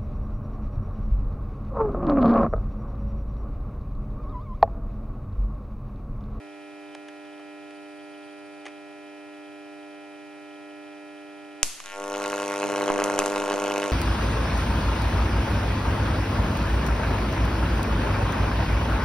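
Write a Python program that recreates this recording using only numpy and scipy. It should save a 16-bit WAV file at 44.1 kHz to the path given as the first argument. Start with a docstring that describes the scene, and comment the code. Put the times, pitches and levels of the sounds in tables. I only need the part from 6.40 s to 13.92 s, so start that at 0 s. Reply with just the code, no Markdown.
"""In a workshop, high-voltage transformers hum on 50 Hz mains while a hand-held camera clicks and zooms.
A rod nears the live wire, a spark cracks across and an arc is drawn out. It loads the transformers,
so their hum sinks. The arc goes out and lights again a hundred times a second: a harsh buzz that
roughens, crackles and pops as the arc grows into a flame."""
import sys
import numpy as np
from scipy import signal
from scipy.fft import rfft, irfft, next_fast_len
from scipy.io import wavfile
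from scipy.ndimage import uniform_filter1d

SR = 44100
rng = np.random.default_rng(int(sys.argv[2]) if len(sys.argv) > 2 else 0)


def dump_mix(stems):
    """Bounce the given channels to the path in sys.argv[1] as a 16-bit WAV at rate SR."""
    frames = np.atleast_2d(stems).T  # one column per channel
    limited = np.clip(frames, -1, 1)  # hard clip at full scale
    pcm = np.round(limited * 32767).astype(np.int16)
    wavfile.write(sys.argv[1], SR, pcm)


N = 331632
TIME = np.arange(N) / SR
BEAT_HZ = 100   # a beat is half a mains cycle: the current passes through zero once in each
BEAT_SAMPLES = SR // BEAT_HZ
BEAT = np.round(TIME * BEAT_HZ).astype(int)   # number of the nearest beat
BEAT_MS = (TIME - BEAT / BEAT_HZ) * 1000   # time before or after that beat
DIRECTION = 1 - 2 * (BEAT % 2)   # which way the current flows, +1 or -1


# The rod draws the arc out. Each row: time in seconds, arc length from 0 to 1.
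ARC_LENGTH = [(5.44, 0.06), (5.51, 0.08), (5.61, 0.42), (5.85, 0.57), (6.15, 0.58), (6.32, 0.84),
              (6.6, 0.99), (6.95, 0.8), (7.5, 0.68)]
# Hot gas billows up and the flame surges. Each row: time of the peak in seconds, rise of the rasp in dB.
FLAME_SURGES = [(5.742, 12.5), (5.845, 9), (5.94, 8), (6.02, 8), (6.122, 11), (6.228, 12), (6.4, 8),
                (6.49, 7.5), (6.595, 6.5), (6.69, 5), (6.81, 10.5), (6.975, 9.5), (7.121, 10.5),
                (7.249, 11), (7.32, 10), (7.38, 10), (7.44, 11)]

def arc(room, lit_s=5.42, swell_s=0.037, flame_s=5.574, flame_rise_s=0.28, surge_width_s=0.019):
    """A calm ball of glowing gas turns into a wild flame; the longer it is, the louder and rougher."""
    length = in_time(ARC_LENGTH)[0]
    spread = 0.4 + 0.6 * length   # a longer arc makes broader pulses
    lit = ramp(lit_s, swell_s)
    calm = 1 - ramp(flame_s, flame_rise_s)
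    growth_db = 5.5 * np.log2(length)
    surge_db = sum(db * bell_curve(TIME - s, surge_width_s) for s, db in FLAME_SURGES)
    flame = lit * np.minimum(spread + 0.27, 1)
    buzz = arc_buzz(length, spread, calm) * lit * from_db(-26.5 + growth_db + 0.2 * surge_db)
    rasp = flame_rasp(length, spread) * flame * from_db(-45 + growth_db - 21 * calm ** 2 + surge_db)
    crackle = arc_crackle(length, spread) * flame * from_db(-42.5 - 6 * calm)
    # of the buzz, only what changes from beat to beat scatters round the room
    change = (buzz - np.pad(buzz, (BEAT_SAMPLES, 0))[:N]) / np.sqrt(2)
    to_bench = from_db(-9) * change + from_db(-8) * rasp + from_db(-13) * crackle
    to_room = from_db(-1.5) * change + from_db(-4) * rasp + from_db(-6.5) * crackle
    return from_left(buzz + rasp + crackle) + bench_echoes(to_bench) + convolve(to_room, room)


# The pressure swings in one beat of a full-length arc: the gas cools, lights again, then sags.
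# Each row: delay in ms, width in ms, relative pressure, timing scatter in ms, shift with direction in ms.
PRESSURE_SWINGS = [(-.12, 0.27, -0.59, 0.13, -0.011), (.42, 0.25, 0.97, 0.15, 0.016),
                   (1.8, .36, -.38, .2, -.14)]
# The tone of the buzz. Each row: frequency in Hz, relative level in dB.
BUZZ_TONE = [(60, -19), (130, -9), (220, -13), (350, -2.5), (600, 1), (800, -3.5), (1200, -4.5),
             (1700, -1.5), (3000, 3.5), (6000, 21.5)]
# Standing waves, the notes that build up between the walls. Each row: pitch in Hz, width in Hz, gain in dB.
ROOM_NOTES = [(101.2, 5, -3.5), (207.6, 7.5, 11), (304.6, 16.5, 4), (409.5, 3.5, 8.5), (489.4, 4.3, 3.5),
              (600, 1.9, -6.5), (893, 23, 2), (1097, 29.3, 2.5)]
# One more such note swells and fades as the camera moves through it. Each row: time in seconds, gain in dB.
SWELLING_NOTE = [(5.45, 9.7), (5.62, 12), (5.85, 17.5), (6.1, 16), (6.4, 7.4), (7.0, 15), (7.5, 15)]

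def arc_buzz(length, spread, calm, thin_below_length=0.54, note_hz=1400, note_width_hz=5.4):
    """Each time the current passes zero, the gas cools and lights again, sending out a pressure pulse."""
    unrest = length * (1 - 0.31 * calm)
    # in a short arc the swings crowd together, so the buzz is thin and bright
    spacing = 0.29 + 0.71 * np.minimum(length / thin_below_length, 1)
    pulses = 0
    for delay, width, pressure, scatter, shift in PRESSURE_SWINGS:
        late_ms = BEAT_MS - delay * spacing - unrest * (scatter * beat_chance() + shift * DIRECTION)
        stretch = from_db(2.2 * unrest * beat_chance())   # the same heat, released faster or slower
        pulses = pulses + pressure / stretch * bell_curve(late_ms, width * spread * stretch)
    buzz = convolve(pulses * from_db(length * beat_chance()), tone_filter(BUZZ_TONE))[0]
    notes = ROOM_NOTES + [(note_hz, note_width_hz, in_time(SWELLING_NOTE)[0])]
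    buzz = buzz + sum(from_db(db) * resonance(buzz, hz, width) for hz, width, db in notes)
    return buzz / band_level(buzz, 200, 1700)


# The tone of the flame's rasp. Each row: frequency in Hz, relative level in dB.
RASP_TONE = [(200, -20), (500, -12), (900, 3), (1500, 4.5), (1900, -1), (2400, 2), (2900, 1.5),
             (3400, -7.5), (5000, -11.5), (12000, -59)]

def flame_rasp(length, spread, shocks_per_s=6000, width_ms=0.78):
    """The swirling flame tears each pulse into a few sharp shocks, stronger in one current direction."""
    strength = from_db(length * (1.5 * DIRECTION + 2 * beat_chance()))
    tearing = strength * bell_curve(BEAT_MS - 0.45, width_ms * spread)
    shocks = (rng.random(N) < shocks_per_s / SR) * rng.standard_normal(N)
    rasp = convolve(shocks * tearing, tone_filter(RASP_TONE))
    return rasp / band_level(rasp, 1700, 3300)


def rod_touch(start_s=5.4012, decay_s=0.0045, level_db=-33.5):
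    """The rod touches the wire with a short, raspy tick before the arc takes hold."""
    burst = die_away(start_s, decay_s) * rng.standard_normal(N)
    shape = tone_filter(RASP_TONE)
    return from_db(level_db) * from_left(convolve(burst, shape / np.linalg.norm(shape)))


# The tone of the crackle. Each row: frequency in Hz, relative level in dB.
CRACKLE_TONE = [(500, -27.5), (1500, -15), (2900, -10.5), (3500, -16.5), (4850, -21.5), (5800, -12.5),
                (6600, -11.5), (7800, -19.5), (9000, -17.5), (10000, -22), (11700, -24), (12800, -81)]

def arc_crackle(length, spread, lead_ms=0.33, threads_ms=0.36):
    """On each beat a first snap strikes, thin threads of spark crackle and a second snap closes the gap."""
    first_snap = tick_at(-lead_ms * length)
    threads = rng.standard_normal(N) * np.exp(-np.abs(BEAT_MS - 0.15) / (threads_ms * (spread + length)))
    # the gap closes later when the arc is long, and later in one current direction
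    closes_ms = 0.2 + length * (0.7 + 0.2 * DIRECTION + 0.25 * beat_chance())
    second_snap = tick_at(closes_ms) * from_db(2.8 * beat_chance())
    strength = from_db(spread * (2.8 * DIRECTION + 1.5 * beat_chance()))
    snaps = (6 * first_snap + threads + 4.6 * second_snap) * strength
    crackle = convolve(snaps, tone_filter(CRACKLE_TONE))
    return crackle / band_level(crackle, 3500, 11000)


# The reedy tone of the young arc. Each row: frequency in Hz, relative level in dB.
SINGING_TONE = [(300, -23), (900, -16), (1200, -11), (1400, 7.5), (1550, -2), (1800, 1), (2300, 0.5),
                (3000, 3), (3600, -12), (5000, -17), (9000, -33)]

def arc_singing(room, start_s=5.445, attack_s=0.02, fade_db_per_s=18, level_db=-47.5):
    """The short arc ticks at each zero and each crest of the current: a clean tone that fades away."""
    place = np.arange(N) % BEAT_SAMPLES
    ticks = (place == 0) + 0.73 * (place == BEAT_SAMPLES // 2)
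    ticks = ticks * from_db(-4 * drift(60))
    fade = from_db(-fade_db_per_s * np.maximum(TIME - start_s, 0))
    tone = rms_one(convolve(ticks, tone_filter(SINGING_TONE))[0]) * ramp(start_s, attack_s) * fade
    return from_db(level_db) * (from_left(tone) + from_db(3) * convolve(tone, room))


# Sharp sparks. Each row: start in seconds, peak level in dB.
SPARKS = [(5.2303, 5.5), (5.4018, -23), (5.4401, -31), (5.4595, -23), (6.6401, -7.5), (6.7905, -3.5),
          (6.8605, -9.5), (7.1405, -21), (7.2402, -20), (7.3801, -18)]
# The tone of a spark. Each row: frequency in Hz, relative level in dB.
SPARK_TONE = [(100, -12), (350, -2.5), (900, -4), (1600, -3.5), (2200, 0.5), (2700, 5.5), (3200, 5),
              (4000, -2.5), (5400, 3.5), (6600, 11), (7500, 5), (8400, 2.5), (10000, 0), (11700, -4),
              (13200, -32)]

def sparks(room, ring_hz=6300, ring_width_hz=3500):
    """Each spark is one sharp crack with a brief bright ring, echoed by the bench and the room."""
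    shocks = np.zeros(N)
    for s, db in SPARKS:
        shocks[int(s * SR)] = from_db(db)
    shape = tone_filter(SPARK_TONE)
    shape = shape - 2 * resonance(shape, ring_hz, ring_width_hz)   # rings on without changing the tone
    crack = convolve(shocks, shape / np.abs(shape).max())[0]
    return from_left(crack) + from_db(-15) * bench_echoes(crack) + from_db(-7) * convolve(crack, room)


# Hollow pops in the flame. Each row: time in seconds, level in dB.
FLAME_POPS = [(6.5015, -8), (6.5913, -21), (6.6401, -19), (6.7906, -11), (6.8606, -19), (7.1108, -21),
              (7.141, -17), (7.2214, -21), (7.2412, -19), (7.3013, -21), (7.3811, -18)]

def flame_pops(room, width_s=0.00021):
    """The flame's loop takes a short cut: the new path flares (a push) and the old one goes out (a dip)."""
    waves = np.zeros(N)
    for s, db in FLAME_POPS:
        age = np.clip((TIME - s) / width_s, -10, 10)
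        waves -= from_db(db) * age * np.exp((1 - age ** 2) / 2)
    waves = cut_bass(waves, 260, order=2)
    return from_left(waves) + from_db(-8) * bench_echoes(waves) + from_db(-7) * convolve(waves, room)


# The hum of the iron cores. Each row: multiple of the beat rate, relative level in dB.
CORE_HUM = [(1, -53), (2, -27.5), (3, -0.5), (4, -7), (5, -19), (6, -6.5), (7, -12.5), (8, -11), (9, -24),
            (10, -19), (11, -59), (12, -28), (13, -14.5), (14, -14), (15, -28.5), (16, -23), (17, -16),
            (18, -25.5), (19, -15.5), (20, -23), (21, -23), (22, -22.5), (23, -22.5), (24, -13.5),
            (25, -20), (26, -16.5), (27, -28), (28, -27.5), (29, -30), (30, -24.5)]
# The thin ringing of the cores' iron sheets. Each row: pitch in Hz, level in dB.
SHEET_RINGING = [(3200, -72), (3700, -78), (3800, -76.5), (4075, -76.5), (4500, -78), (4800, -78),
                 (5100, -86), (5400, -72.5), (6600, -80.5), (9500, -82), (9600, -88), (9700, -82),
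                 (10200, -86), (10400, -91), (10700, -86.5)]

def transformers(waver_db=0.68, sizzle_hz=3050, strike_s=5.2303, loaded_db=-19, sink_s=0.01):
    """The cores flex twice a mains cycle; their hum sinks once the first spark pulls the voltage down."""
    phase = 2 * np.pi * BEAT_HZ * TIME
    core = 0
    for multiple, db in CORE_HUM:
        # each overtone reaches left and right a little out of step
        offset = rng.uniform(0, 2 * np.pi) + 0.33 * rng.choice([-1, 1]) * np.array([[1], [-1]])
        overtone = every_beat(np.cos(multiple * phase[:BEAT_SAMPLES] + offset))
        core = core + from_db(db + waver_db * drift(4.41)) * overtone
    ringing = 0
    for hz, db in SHEET_RINGING:
        offset = rng.uniform(0, np.pi, (2, 1))
        ringing = ringing + from_db(db) * np.sqrt(2) * np.cos(2 * np.pi * hz * TIME + offset)
    # loose sheets rattle the same way on every beat
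    rattle_tone = [(2000, -35), (3500, 2), (6000, -4.5), (8000, -21), (10500, -28), (12500, -36)]
    rattle = convolve(every_beat(rng.standard_normal((2, BEAT_SAMPLES))), tone_filter(rattle_tone))
    # an uneven sizzle swells with each beat
    sizzle = resonance(resonance(rng.standard_normal(N), sizzle_hz, 704), sizzle_hz, 736)
    sizzle = sizzle * (1 + np.cos(phase)) ** 2 * from_db(2 * drift(55))
    hum = from_db(-43) * rms_one(core) + ringing + from_db(-69) * rms_one(rattle)
    hum = hum + from_db(-63) * from_left(rms_one(sizzle))
    sinking = np.exp(-np.maximum(TIME - strike_s, 0) / sink_s)
    voltage = from_db(loaded_db) + (1 - from_db(loaded_db)) * sinking
    return hum * voltage * from_db([[-1], [1]])   # a little louder on the right


# Fingers touch the camera. Each row: start in seconds, level in dB, decay in seconds,
# pitch of the touched panel in Hz, gain of its ring in dB, gain of the bright snap in dB.
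FINGER_TOUCHES = [(0.5498, -27, 0.0014, 3100, -12, 7), (.5518, -32, 0.0027, 420, 18, -11),
                  (0.6847, -32, 0.0053, 1600, 0, -12), (.85, -42, .005, 1500, 4, -20),
                  (.995, -42, 0.0074, 580, 17, -20), (1.308, -38, 0.0061, 1500, -6, -20),
                  (2.255, -29.5, 0.0079, 497, 8, -18), (2.265, -25, 0.0049, 1800, 7, -16),
                  (2.28, -38, 0.014, 2200, 3, -20)]
# The tone of those touches. Each row: frequency in Hz, relative level in dB.
TOUCH_TONE = [(100, -36), (300, 1), (600, 3.5), (1100, -2.5), (1900, 4), (3200, 3), (4000, -10),
              (6000, -11), (7500, -19), (10000, -18.5), (12000, -51)]

def finger_clicks(gain_db=-7.5, ring_width_hz=950, snap_hz=4500):
    """Each touch starts with one hard contact, then the case rattles and the touched panel rings."""
    touches = 0
    for s, db, decay_s, ring_hz, ring_db, snap_db in FINGER_TOUCHES:
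        force = from_db(db) * die_away(s, decay_s)
        contact = 4.7 * np.maximum(np.diff(force, prepend=0), 0)
        touch = contact + force * rng.standard_normal(N)
        ring = resonance(resonance(touch, ring_hz, ring_width_hz), ring_hz, ring_width_hz) / 2
        snap = cut_bass(touch, snap_hz, order=2)
        touches = touches + touch + from_db(ring_db) * ring + from_db(snap_db) * snap
    shape = tone_filter(TOUCH_TONE)
    return from_db(gain_db) * convolve(touches, shape / np.linalg.norm(shape))


def zoom_motor(start_s=1.29, stop_s=2.33, fade_s=0.053, whine_hz=4580, turns_per_s=14.25, gain_db=-66):
    """The camera's zoom motor whines for a second and throbs once with each turn."""
    gears = rng.standard_normal((2, N))
    whine = sum(from_db(db) * rms_one(resonance(resonance(gears, hz, 380), hz, 380))
                for hz, db in [(whine_hz, 0), (2 * whine_hz, -1)])
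    running = np.clip(np.minimum(TIME - start_s, stop_s - TIME) / fade_s, 0, 1)
    throb = (1 + 0.67 * np.cos(2 * np.pi * turns_per_s * (TIME - start_s))) / 2
    return from_db(gain_db) * running * throb * whine


def bench_echoes(x, first_ms=1.7, decay_ms=2.9, size=1024):
    """The gear on the bench throws back a dense spray of echoes within a few milliseconds."""
    late_ms = np.maximum(np.arange(size) / SR * 1000 - first_ms, 0)
    echoes = all_round_noise([(100, 0), (15000, 0)], size) * (late_ms > 0) * np.exp(-late_ms / decay_ms)
    return convolve(x, echoes / np.linalg.norm(echoes[0]))


# How long the room rings. Each row: frequency in Hz, seconds to fade by 60 dB.
ECHO_TIMES = [(200, 0.24), (1000, 0.84), (2500, 2), (4500, 0.5), (8000, 0.62), (13000, 0.7)]
# The tone of the room's echo. Each row: frequency in Hz, gain in dB.
ECHO_TONE = [(100, 12), (250, 11), (450, -2), (1000, 0), (1900, 0), (3000, -5.5), (4200, 2.5), (6400, -5),
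             (9000, -1.5), (12000, 2), (13500, -21)]

def workshop_echo(size=32768, bands=9, build_s=0.00082):
    """The room's answer to one click: echoes build up, then each octave dies away at its own pace."""
    t, hz = np.arange(size) / SR, np.fft.rfftfreq(size, 1 / SR)
    spectrum = rfft(all_round_noise(ECHO_TONE, size))
    build_up = 1 - np.exp(-(t / build_s) ** 2)
    centres = np.geomspace(60, 15000, bands)
    echo = 0
    for centre, share in zip(centres, np.eye(bands)):
        band = irfft(spectrum * at_hz(np.c_[centres, share], hz))
        decay = from_db(-60 * t / at_hz(ECHO_TIMES, centre)) * build_up
        echo = echo + band * decay / np.linalg.norm(decay)
    return echo


# The tone of the room's air and hiss. Each row: frequency in Hz, relative level in dB.
AIR_TONE = [(30, -10), (110, 8.5), (200, 4.5), (500, -2), (800, 1), (1100, -7.5), (2000, -8), (2700, -17),
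            (3200, -13), (3600, -15.5), (5500, -16), (8000, -20), (10000, -17.5), (11600, -23.5),
            (12600, -61)]

def room_air(level_db=-55):
    """The still air of the workshop is a faint, steady rush from all sides."""
    air = all_round_noise(AIR_TONE, next_fast_len(N))[:, :N]
    return cut_bass(from_db(level_db) * rms_one(air), 70)


# How alike left and right are in sound from all sides.
# Each row: frequency in Hz, likeness (1 is the same, 0 unrelated, -1 or less opposite).
LEFT_RIGHT_LIKENESS = [(60, -1.12), (130, -1.02), (250, -0.79), (1000, 0.88), (3000, 0.73), (6000, 0.15),
                       (12000, 0.28)]

def all_round_noise(tone, size):
    """Noise from all sides: left and right are opposed in the bass, alike midway, barely related on top."""
    hz = np.fft.rfftfreq(size, 1 / SR)
    alike = np.clip(at_hz(LEFT_RIGHT_LIKENESS, hz), -0.98, 1)
    mid, side = rfft(rng.standard_normal((2, size)))
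    both = np.sqrt(1 + alike) * mid + np.sqrt(1 - alike) * side * [[1], [-1]]
    return irfft(both * from_db(at_hz(tone, hz)), size) / np.sqrt(2)


# How far the right microphone opening lags the left. Each row: frequency in Hz, lag in radians.
RIGHT_LAG = [(0, 0), (3700, 1), (7500, 1.67), (12000, 2)]
# The balance of the two openings. Each row: frequency in Hz, left minus right in dB.
LEFT_RIGHT_BALANCE = [(110, -11), (200, -3), (370, -0.5), (2300, 0), (8000, 1), (12000, 0.5)]

def from_left(x):
    """Sound from the left reaches the right microphone opening later; the left one hears less bass."""
    size = next_fast_len(N + SR)
    hz = np.fft.rfftfreq(size, 1 / SR)
    lag = np.exp(-1j * np.interp(hz, *np.transpose(RIGHT_LAG)) * [[0], [1]])
    balance = from_db(at_hz(LEFT_RIGHT_BALANCE, hz) * [[0.5], [-0.5]])
    return irfft(rfft(np.ravel(x), size) * lag * balance, size)[:, :N]


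def from_db(db):
    """Turn decibels into a gain."""
    return 10 ** (np.asarray(db) / 20)


def rms_one(x):
    """Scale a sound to an average (rms) level of 1."""
    return x / np.sqrt(np.mean(x ** 2) + 1e-20)


def ramp(start_s, rise_s):
    """Rise steadily from 0 to 1 and stay there."""
    return np.clip((TIME - start_s) / rise_s, 0, 1)


def die_away(start_s, decay_s):
    """Jump to 1, then fade."""
    return (TIME >= start_s) * np.exp(-np.minimum(np.abs(TIME - start_s) / decay_s, 60))


def bell_curve(x, width):
    """A smooth bump, highest where x is 0."""
    return np.exp(-0.5 * (x / width) ** 2)


def drift(rate_hz):
    """A smooth random wander, roughly between -1 and 1."""
    points = int(8 * rate_hz) + 2
    return np.interp(TIME * rate_hz, np.arange(points), rng.standard_normal(points))


def beat_chance():
    """One random number held for each beat."""
    return rng.standard_normal(BEAT[-1] + 1)[BEAT]


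def tick_at(ms):
    """One tick in each beat, this many ms after the current passes zero."""
    return np.diff((BEAT_MS > ms).astype(int), prepend=0) > 0


def every_beat(x):
    """Repeat one beat of stereo sound for the whole scene."""
    return np.tile(x, N // BEAT_SAMPLES + 1)[:, :N]


def in_time(rows):
    """Read a table's columns at every sample."""
    s, *columns = np.transpose(rows)
    return [np.interp(TIME, s, column) for column in columns]


def at_hz(rows, hz):
    """Read a table at any frequency, with octaves evenly spaced."""
    frequencies, values = np.transpose(rows)
    return np.interp(np.log(np.maximum(hz, 1)), np.log(frequencies), values)


def convolve(x, response):
    """Pass a sound through a filter or a room, given its answer to one click."""
    return signal.fftconvolve(np.atleast_2d(x), np.atleast_2d(response), axes=-1)[:, :N]


def tone_filter(tone, size=4096):
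    """The promptest click that has this tone (a minimum-phase filter)."""
    cepstrum = irfft(np.log(from_db(at_hz(tone, np.fft.rfftfreq(size, 1 / SR)))))
    cepstrum[1:size // 2] *= 2
    cepstrum[size // 2 + 1:] = 0
    return irfft(np.exp(rfft(cepstrum)))


def resonance(x, hz, width_hz):
    """Ring at one pitch, with a gain of 1 there."""
    r = np.exp(-np.pi * width_hz / SR)
    feedback = [1, -2 * r * np.cos(2 * np.pi * hz / SR), r * r]
    return signal.lfilter(np.array([1, 0, -1]) * (1 - r * r) / 2, feedback, x + 1e-18)


def cut_bass(x, hz, order=1):
    """Weaken everything below this frequency."""
    return signal.sosfilt(signal.butter(order, hz, "high", fs=SR, output="sos"), x + 1e-18)


def band_level(x, low_hz, high_hz):
    """The running level of a frequency band, averaged over eight beats."""
    band = signal.sosfilt(signal.butter(2, [low_hz, high_hz], "band", fs=SR, output="sos"), x)
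    return np.sqrt(np.maximum(uniform_filter1d(band ** 2, size=8 * BEAT_SAMPLES), 1e-12))


def scene():
    """Hum, arc and camera over the still air of the workshop."""
    room = workshop_echo()
    air = room_air()
    hum = transformers()
    discharge = arc_singing(room) + arc(room) + flame_pops(room) + sparks(room) + rod_touch()
    return discharge + hum + finger_clicks() + zoom_motor() + air


def record(dry, overload=0.29, thump_db=-45, recover_s=0.115, cutoff_hz=14500):
    """Loud peaks knock the amplifier off centre with a low thump; they clip, and the top treble is cut."""
    excess = np.maximum(np.minimum(np.abs(dry), 1) - overload, 0)
    offset = signal.lfilter([from_db(thump_db)], [1, -np.exp(-1 / (recover_s * SR))], excess + 1e-18)
    clipped = np.clip(dry + cut_bass(offset, 1), -1, 1)
    return signal.sosfilt(signal.ellip(10, 0.1, 80, cutoff_hz, fs=SR, output="sos"), clipped)


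dry = scene()
out = record(dry)
dump_mix(out)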